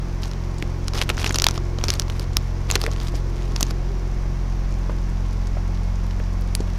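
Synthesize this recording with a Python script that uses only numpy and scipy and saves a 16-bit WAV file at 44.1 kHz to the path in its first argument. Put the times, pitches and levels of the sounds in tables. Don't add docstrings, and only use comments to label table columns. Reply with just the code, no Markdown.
import sys
import numpy as np
from scipy import signal
from scipy.fft import rfft, irfft
from scipy.io import wavfile

SR = 44100
rng = np.random.default_rng(int(sys.argv[2]) if len(sys.argv) > 2 else 0)


def pcm_store(signal):
    levels = np.round(np.clip(np.atleast_2d(signal), -1, 1) * 32767)
    wavfile.write(sys.argv[1], SR, levels.astype(np.int16).T)


N = 298998
TIME = np.arange(N) / SR


# (time [s], level [dB], ring pitch [Hz], body [dB], fizz [dB], fade time [s])
LOUD_STONES = [(0.2334, -33.5, 4800, -12, -35, 0.0065), (.6251, -27.5, 2210, -14, -17.5, 0.00025),
               (0.882, -27, 5300, -8.5, -11, 0.0011), (0.951, -35, 5700, -1, -19, .0013),
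               (0.9842, -29.5, 3530, -20, -31, 0.005), (1.0154, -19, 2960, -10, -16, .00045),
               (1.0921, -23.5, 2900, -4, -9, 0.0025), (1.1004, -19.5, 2720, -5, -20, 0.0037),
               (1.1788, -30.5, 1520, -0.5, -33, 0.0011), (1.244, -22.5, 2800, -3.5, -16, 0.0027),
               (1.264, -21.5, 2640, -12, -18, 0.0014), (1.275, -28, 5540, -7, -16, .008),
               (1.3076, -24.5, 1500, -9, -17, 0.0027), (1.3445, -22, 5800, -5.5, -17, 0.0044),
               (1.358, -20.5, 4770, -7, -9, 0.0032), (1.3859, -19, 5750, -11, -14, 0.00052),
               (1.3991, -21.5, 4770, -19, -24, 0.00053), (1.4207, -17.5, 5600, -7.5, -9.5, 0.00047),
               (1.4421, -13, 4330, -13.5, -13, 0.0013), (1.4669, -9.5, 3780, -6, -17, 0.0013),
               (1.4863, -19.5, 5620, -6, -14, .001), (1.5101, -29.5, 5950, -5, -13, 0.00056),
               (1.5779, -32, 5200, 3, -24, 0.0019), (1.7862, -35, 4370, 4, -29, 0.00099),
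               (1.8396, -21.5, 5670, -4.5, -17, 0.0023), (1.884, -22, 5230, -12, -18, 0.00066),
               (1.89, -26, 4730, -6, -19, 0.0065), (1.9034, -17, 5400, -18, -15, 0.0015),
               (1.9384, -29.5, 4400, -20, -5, 0.0011), (1.9975, -19.5, 5600, -19, -9, 0.00044),
               (2.0995, -31.5, 3060, -4, -17, 0.0019), (2.196, -33, 4940, -8, -8, 0.0017),
               (2.369, -14, 5330, -11.5, -10.5, 0.00088), (2.7019, -24, 2750, -5.5, -13, 0.0011),
               (2.7125, -18.5, 7200, -13, -9, 0.0008), (2.755, -15.5, 4270, -15, -13, 0.0023),
               (2.7604, -25.5, 1750, -3, -32, 0.0038), (2.8155, -27, 4500, -12, -8, 0.00074),
               (2.839, -27, 5240, -0.5, -17, 0.0016), (2.8646, -24, 1980, -8, -15.5, 0.00041),
               (3.0016, -35, 4720, -5, -20, 0.00093), (3.5622, -25, 5400, -8, -18, .0013),
               (3.6083, -25, 6000, -2.5, -4.5, 0.0035), (3.6288, -17, 6100, -27, -11, .0012),
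               (3.7082, -33, 5000, -1, -12, 0.0027), (6.5516, -24, 4800, -20, -1.5, 0.00013)]
def stone_snaps():
    out = np.zeros(N)
    for time, *stone in LOUD_STONES + small_stones():
        offset_s, sound = one_snap(*stone)
        add(out, time + offset_s, sound)
    return out


# (frequency [Hz], relative level [dB])
STONE_TONE = [(100, -13), (350, -7), (900, -7), (2500, -0.5), (5500, -0.5), (7000, -2), (8200, -10.5),
              (10000, -9), (11500, -10.5), (14500, -16), (16000, -116)]
def one_snap(db, ring_hz, body_db, fizz_db, fade_s, grind_s=0.00013, ring_s=0.00067, settle_s=0.0072):
    size, lead_in = 1500, 90
    t = (np.arange(size) - lead_in) / SR
    grinding = np.exp(-abs(t) / grind_s) / 2
    dying = np.exp(-abs(t) / fade_s) + gain_of(-30) * np.exp(-abs(t) / settle_s)
    slips = rng.standard_normal(size) * np.where(t < 0, grinding, dying)
    slips[lead_in] = 1.4
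    ring = np.sin(2 * np.pi * ring_hz * t) * np.exp(-abs(t) / ring_s) * (t > 0)
    crack = normalize(shape_tone(slips, STONE_TONE)) + gain_of(1) * normalize(ring)
    edges_hz = np.array([350, 1500, 2200, 3300, 4600, 7500, 15000])
    lows, highs = edges_hz[1:-2], edges_hz[2:-1]
    octaves_away = abs(np.log2(np.sqrt(lows * highs) / ring_hz))
    shares = np.sqrt(np.log(highs / lows)) * gain_of(-9 * octaves_away)
    bands_db = [body_db, *20 * np.log10(shares / np.linalg.norm(shares)), fizz_db]
    tone = []
    for low, high, band_db in zip(edges_hz, edges_hz[1:], bands_db):
        boost_db = band_db - level_db(crack, low, high)
        tone += [(low * 1.1, boost_db), (high / 1.1, boost_db)]
    return t[0], gain_of(db) * shape_tone(crack, tone, size=1024)


def small_stones(per_s=26, most=8, body_db=-3, fizz_db=-19, fade_s=0.0017):
    rows = []
    for start, end, drag_db in SOLE_DRAGS:
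        times = start + (np.arange(most) + rng.random(most)) / per_s
        for time, (force, smallness) in zip(times, rng.standard_normal((most, 2))):
            if time < end:
                db = drag_db + 3 + 2 * force
                ring_hz = 4030 * 2 ** (0.73 * np.tanh(smallness))
                rows.append((time, db, ring_hz, body_db, fizz_db, fade_s))
    return rows


# (time [s], relative level [dB], pitch [Hz])
HEEL_STRIKES = [(0.6252, -15, 314), (0.945, -16.5, 422), (1.1016, -12, 380), (1.3054, -16.5, 264),
                (1.467, -23, 630), (1.5781, -25, 380), (1.8888, -17, 337), (2.1985, -17, 344),
                (2.7562, -10, 390), (2.8415, -22, 400), (2.8776, -10.5, 456), (3.14, -16.5, 315),
                (3.6273, -15.5, 259), (3.7113, -17, 382), (4.8957, -13.5, 530), (5.5695, -19, 630),
                (6.201, -20, 503), (6.6037, -14.5, 334), (6.673, -22, 604)]
def heel_knocks(ring_cycles=9.6, ground_fade_s=0.0096):
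    out, t = np.zeros(N), TIME[:round(0.1 * SR)]
    for time, db, hz in HEEL_STRIKES:
        blow = 0.27 * np.exp(-t * hz * 2.7)
        ring = 0.5 * gain_of(-60 * t * hz / ring_cycles)
        shoe = np.sin(2 * np.pi * hz * t) * (blow + ring)
        shudder = noise_band(len(t), hz * 0.17, hz * 1.66) * np.exp(-t / ground_fade_s)
        add(out, time, gain_of(db + 0.5) * shoe + gain_of(db - 14) * shudder)
    return out


# (start [s], end [s], level [dB])
SOLE_DRAGS = [(0.203, 0.335, -44), (.93, 1.054, -33), (1.053, 1.18, -46), (1.167, 1.299, -35),
              (1.299, 1.54, -45.5), (1.533, 1.587, -41.5), (1.774, 2.05, -41), (2.078, 2.263, -47),
              (2.68, 2.767, -36), (2.769, 2.954, -44.5), (2.96, 3.108, -40), (3.112, 3.216, -49.5),
              (3.347, 3.557, -50.5), (3.542, 3.73, -45), (6.66, 6.8, -52)]
# (frequency [Hz], relative level [dB])
GRIT_TONE = [(100, -39), (350, 17), (900, 8), (2500, 4.5), (5500, 5.5), (7000, -3), (8200, -5),
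             (10000, -6.5), (14500, -11), (16000, -52)]
def scuffs(sand_db=-6, lumps_db=4):
    force = np.zeros(N)
    for start, end, db in SOLE_DRAGS:
        add(force, start, gain_of(db) * signal.windows.tukey(round((end - start) * SR), 0.32))
    rattle = grains(per_s=3000, spread_db=4.5)
    sand = gain_of(sand_db) * rng.standard_normal(N)
    grit = shape_tone(rattle + sand, GRIT_TONE)
    return force * normalize(grit * gain_of(lumps_db * wobble(40)))


def grains(per_s, spread_db, damping=0.52, pitches=24):
    out = np.zeros(N)
    for hz in np.geomspace(600, 14000, pitches):
        strength = gain_of(spread_db * np.minimum(rng.exponential(1, N), 4))
        direction = rng.choice([-1, 1], N)
        struck = rng.random(N) < per_s / pitches / SR
        out += resonate(strength * direction * struck, hz, hz * damping)
    return normalize(out)


def footfalls(first_s=1.196, gap_s=0.377, length_s=0.42, count=7, db=-32.5):
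    weight = np.zeros(N)
    for time in first_s + gap_s * np.arange(count):
        add(weight, time - length_s / 2, signal.windows.hann(round(length_s * SR)))
    return gain_of(db) * weight * noise_band(N, 51.3, 86)


# (time [s], level [dB], rough pitch [Hz])
DRY_STALKS = [(.583, -41.5, 7000), (1.324, -33, 6500), (2.332, -44, 5500), (3.1534, -40, 5400),
              (5.47, -41, 6450), (6.109, -41.5, 3350), (6.199, -39.5, 1720), (6.41, -50, 11600),
              (6.605, -39.5, 5540)]
def stalk_ticks(fade_s=0.0041):
    out, t = np.zeros(N), TIME[:round(0.02 * SR)]
    for time, db, hz in DRY_STALKS:
        burst = rng.standard_normal(len(t)) * np.exp(-t / fade_s)
        tick = band(burst, hz * 0.58, hz * 1.25)
        add(out, time, tick * gain_of(db - level_db(tick, 0, SR / 2)))
    return out


def rustle(db=-59):
    crackles = shape_tone(grains(per_s=80, spread_db=2), STONE_TONE)
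    return gain_of(db) * normalize(band(crackles, 500, 12000, order=1))


def yard_echoes(sound, die_away_s=0.48, echoes_per_s=2000):
    t = TIME[:SR // 2]
    echoes = rng.standard_normal(len(t)) * (rng.random(len(t)) < echoes_per_s / SR)
    echoes *= gain_of(-60 * t / die_away_s)
    dulled = band(echoes / np.linalg.norm(echoes), 250, 3200, order=1)
    return signal.fftconvolve(sound, dulled)[:N]


# (direct level [dB], share the wall throws back [0-1], quietest time [s], time between quiet spots [s])
ENGINE_TONES = [(-24.5, 0.27, 0.79, 9), (-31, 0.29, 4.02, 4.44), (-36, 0.39, 7.14, 9.5),
                (-39.5, 0.56, 2.23, 11.9), (-45.5, 0.07, 3.6, 4.9)]
def generator(firing_hz=44.41, waver=0.004, flutter_db=0.16, lag_cycles=0.059):
    firings = np.cumsum(firing_hz * (1 + waver * wobble(8.8))) / SR
    out = np.zeros(N)
    for k, (db, echo, quiet_s, spacing_s) in enumerate(ENGINE_TONES):
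        with_echo = 1 - echo * np.exp(2j * np.pi * (TIME - quiet_s) / spacing_s)
        cycles = (k + 1) * firings - lag_cycles * k ** 2 / 2
        tone = (with_echo * np.exp(2j * np.pi * cycles)).real
        out += gain_of(db - flutter_db * wobble(7)) * tone
    return np.sqrt(2) * out


# (time [s], relative level [dB])
HUM_LEVELS = [(0, -44.5), (.7, -40), (1.7, -39), (2.4, -44.5), (3.4, -38.5), (4.7, -44), (5.2, -47.5),
              (6.78, -47.5)]
def machine_hum(hz=348.8, waver_hz=1.66):
    tone = gain_of(-4.5) * sine(hz + waver_hz * wobble(6.1))
    wash = gain_of(-3) * noise_band(N, 255, 432)
    return gain_of(np.interp(TIME, *np.transpose(HUM_LEVELS))) * (tone + wash)


# (pitch [Hz], width of the waver [Hz], level [dB])
MACHINE_TONES = [(1094, 4.9, -56.5), (1590, 3.8, -81), (2182, 20.7, -64), (6230, 183, -80)]
def far_machines(flutter_db=0.53):
    out = np.zeros(N)
    for hz, width, db in MACHINE_TONES:
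        out += gain_of(db + flutter_db * wobble(1.7)) * sine(hz + width / 2 * wobble(2 * width))
    return out


# (time [s], level [dB])
WHINE_LEVELS = [(2.3, -66), (2.5, -48.5), (2.75, -51), (2.87, -42), (3, -56), (3.8, -64), (3.93, -46),
                (4.35, -62)]
def far_whine(start_hz=485.5, sink_hz_per_s=61, waver=0.0138, flutter_db=4):
    times, db = np.transpose(WHINE_LEVELS)
    hz = (start_hz - sink_hz_per_s * (TIME - times[0])) * (1 + waver * wobble(40.3))
    loudness = gain_of(np.interp(TIME, times, db) + flutter_db * wobble(29))
    sounding = (TIME > times[0]) & (TIME < times[-1])
    return loudness * sine(hz) * sounding


# (frequency [Hz], relative level [dB])
TOWN_TONE = [(150, -22), (250, -8), (330, -11), (520, -7), (1030, -9), (1120, -11), (1250, -13.5),
             (2240, -17.5), (2900, -22.5), (4000, -25), (5790, -20.5), (8040, -36), (14200, -42),
             (15500, -52)]
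# (frequency [Hz], relative level [dB])
RUMBLE_TONE = [(10, -21.5), (25, 11.5), (40, -2), (75, -2.5), (110, -6), (160, -9.5), (230, -14),
               (320, -16), (600, -62)]
def town(wash_db=-42, rumble_db=-33):
    wash = normalize(shape_tone(rng.standard_normal(N), TOWN_TONE))
    rumble = normalize(shape_tone(rng.standard_normal(N), RUMBLE_TONE))
    return gain_of(wash_db) * wash + gain_of(rumble_db) * rumble


def gain_of(db):
    return 10 ** (np.asarray(db) / 20)


def normalize(x):
    return x / np.sqrt(np.mean(x ** 2) + 1e-20)


def level_db(x, low_hz, high_hz, spread_s=0.00635):
    hz = np.fft.rfftfreq(len(x), 1 / SR)
    energy = 2 * np.sum(abs(rfft(x)[(hz > low_hz) & (hz < high_hz)]) ** 2) / len(x)
    return 10 * np.log10(energy / (spread_s * SR) + 1e-20)


def add(mix, start_s, sound):
    part = mix[max(round(start_s * SR), 0):][:len(sound)]
    part += sound[:len(part)]


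def band(x, low_hz, high_hz, order=2):
    return signal.sosfilt(signal.butter(order, [low_hz, high_hz], "band", fs=SR, output="sos"), x)


def noise_band(size, low_hz, high_hz):
    return normalize(band(rng.standard_normal(size), low_hz, high_hz))


def sine(hz):
    return np.sqrt(2) * np.sin(2 * np.pi * np.cumsum(hz) / SR)


def shape_tone(x, points, size=4096):
    hz, db = np.transpose(points)
    log_hz = np.log(abs(np.fft.fftfreq(size, 1 / SR)) + 1)
    log_gain = np.log(gain_of(np.interp(log_hz, np.log(hz), db)))
    taps = np.fft.ifft(np.exp(np.conj(signal.hilbert(log_gain)))).real
    return signal.fftconvolve(x, taps)[:len(x)]


def resonate(x, hz, width_hz):
    decay = np.exp(-np.pi * width_hz / SR)
    return 2 * signal.lfilter([1 - decay], [1, -decay * np.exp(2j * np.pi * hz / SR)], x).real


def wobble(rate_hz):
    keep_slow = np.exp(-(np.fft.rfftfreq(N, 1 / SR) / rate_hz) ** 2)
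    return normalize(irfft(rfft(rng.standard_normal(N)) * keep_slow, N))


def scene(echo_db=-23):
    background = generator() + machine_hum() + far_machines() + far_whine() + town()
    shaking = footfalls()
    steps = heel_knocks() + scuffs() + rustle() + stalk_ticks() + stone_snaps()
    mix = steps + gain_of(echo_db) * yard_echoes(steps) + shaking + background
    return np.array([mix, mix])


def record(dry, top_hz=16050):
    clipped = np.clip(dry, -1, 1)
    treble_cut = signal.firwin(255, top_hz, window=("kaiser", 11), fs=SR)
    return signal.oaconvolve(clipped, treble_cut[None], "same")


dry = scene()
out = record(dry)
pcm_store(out)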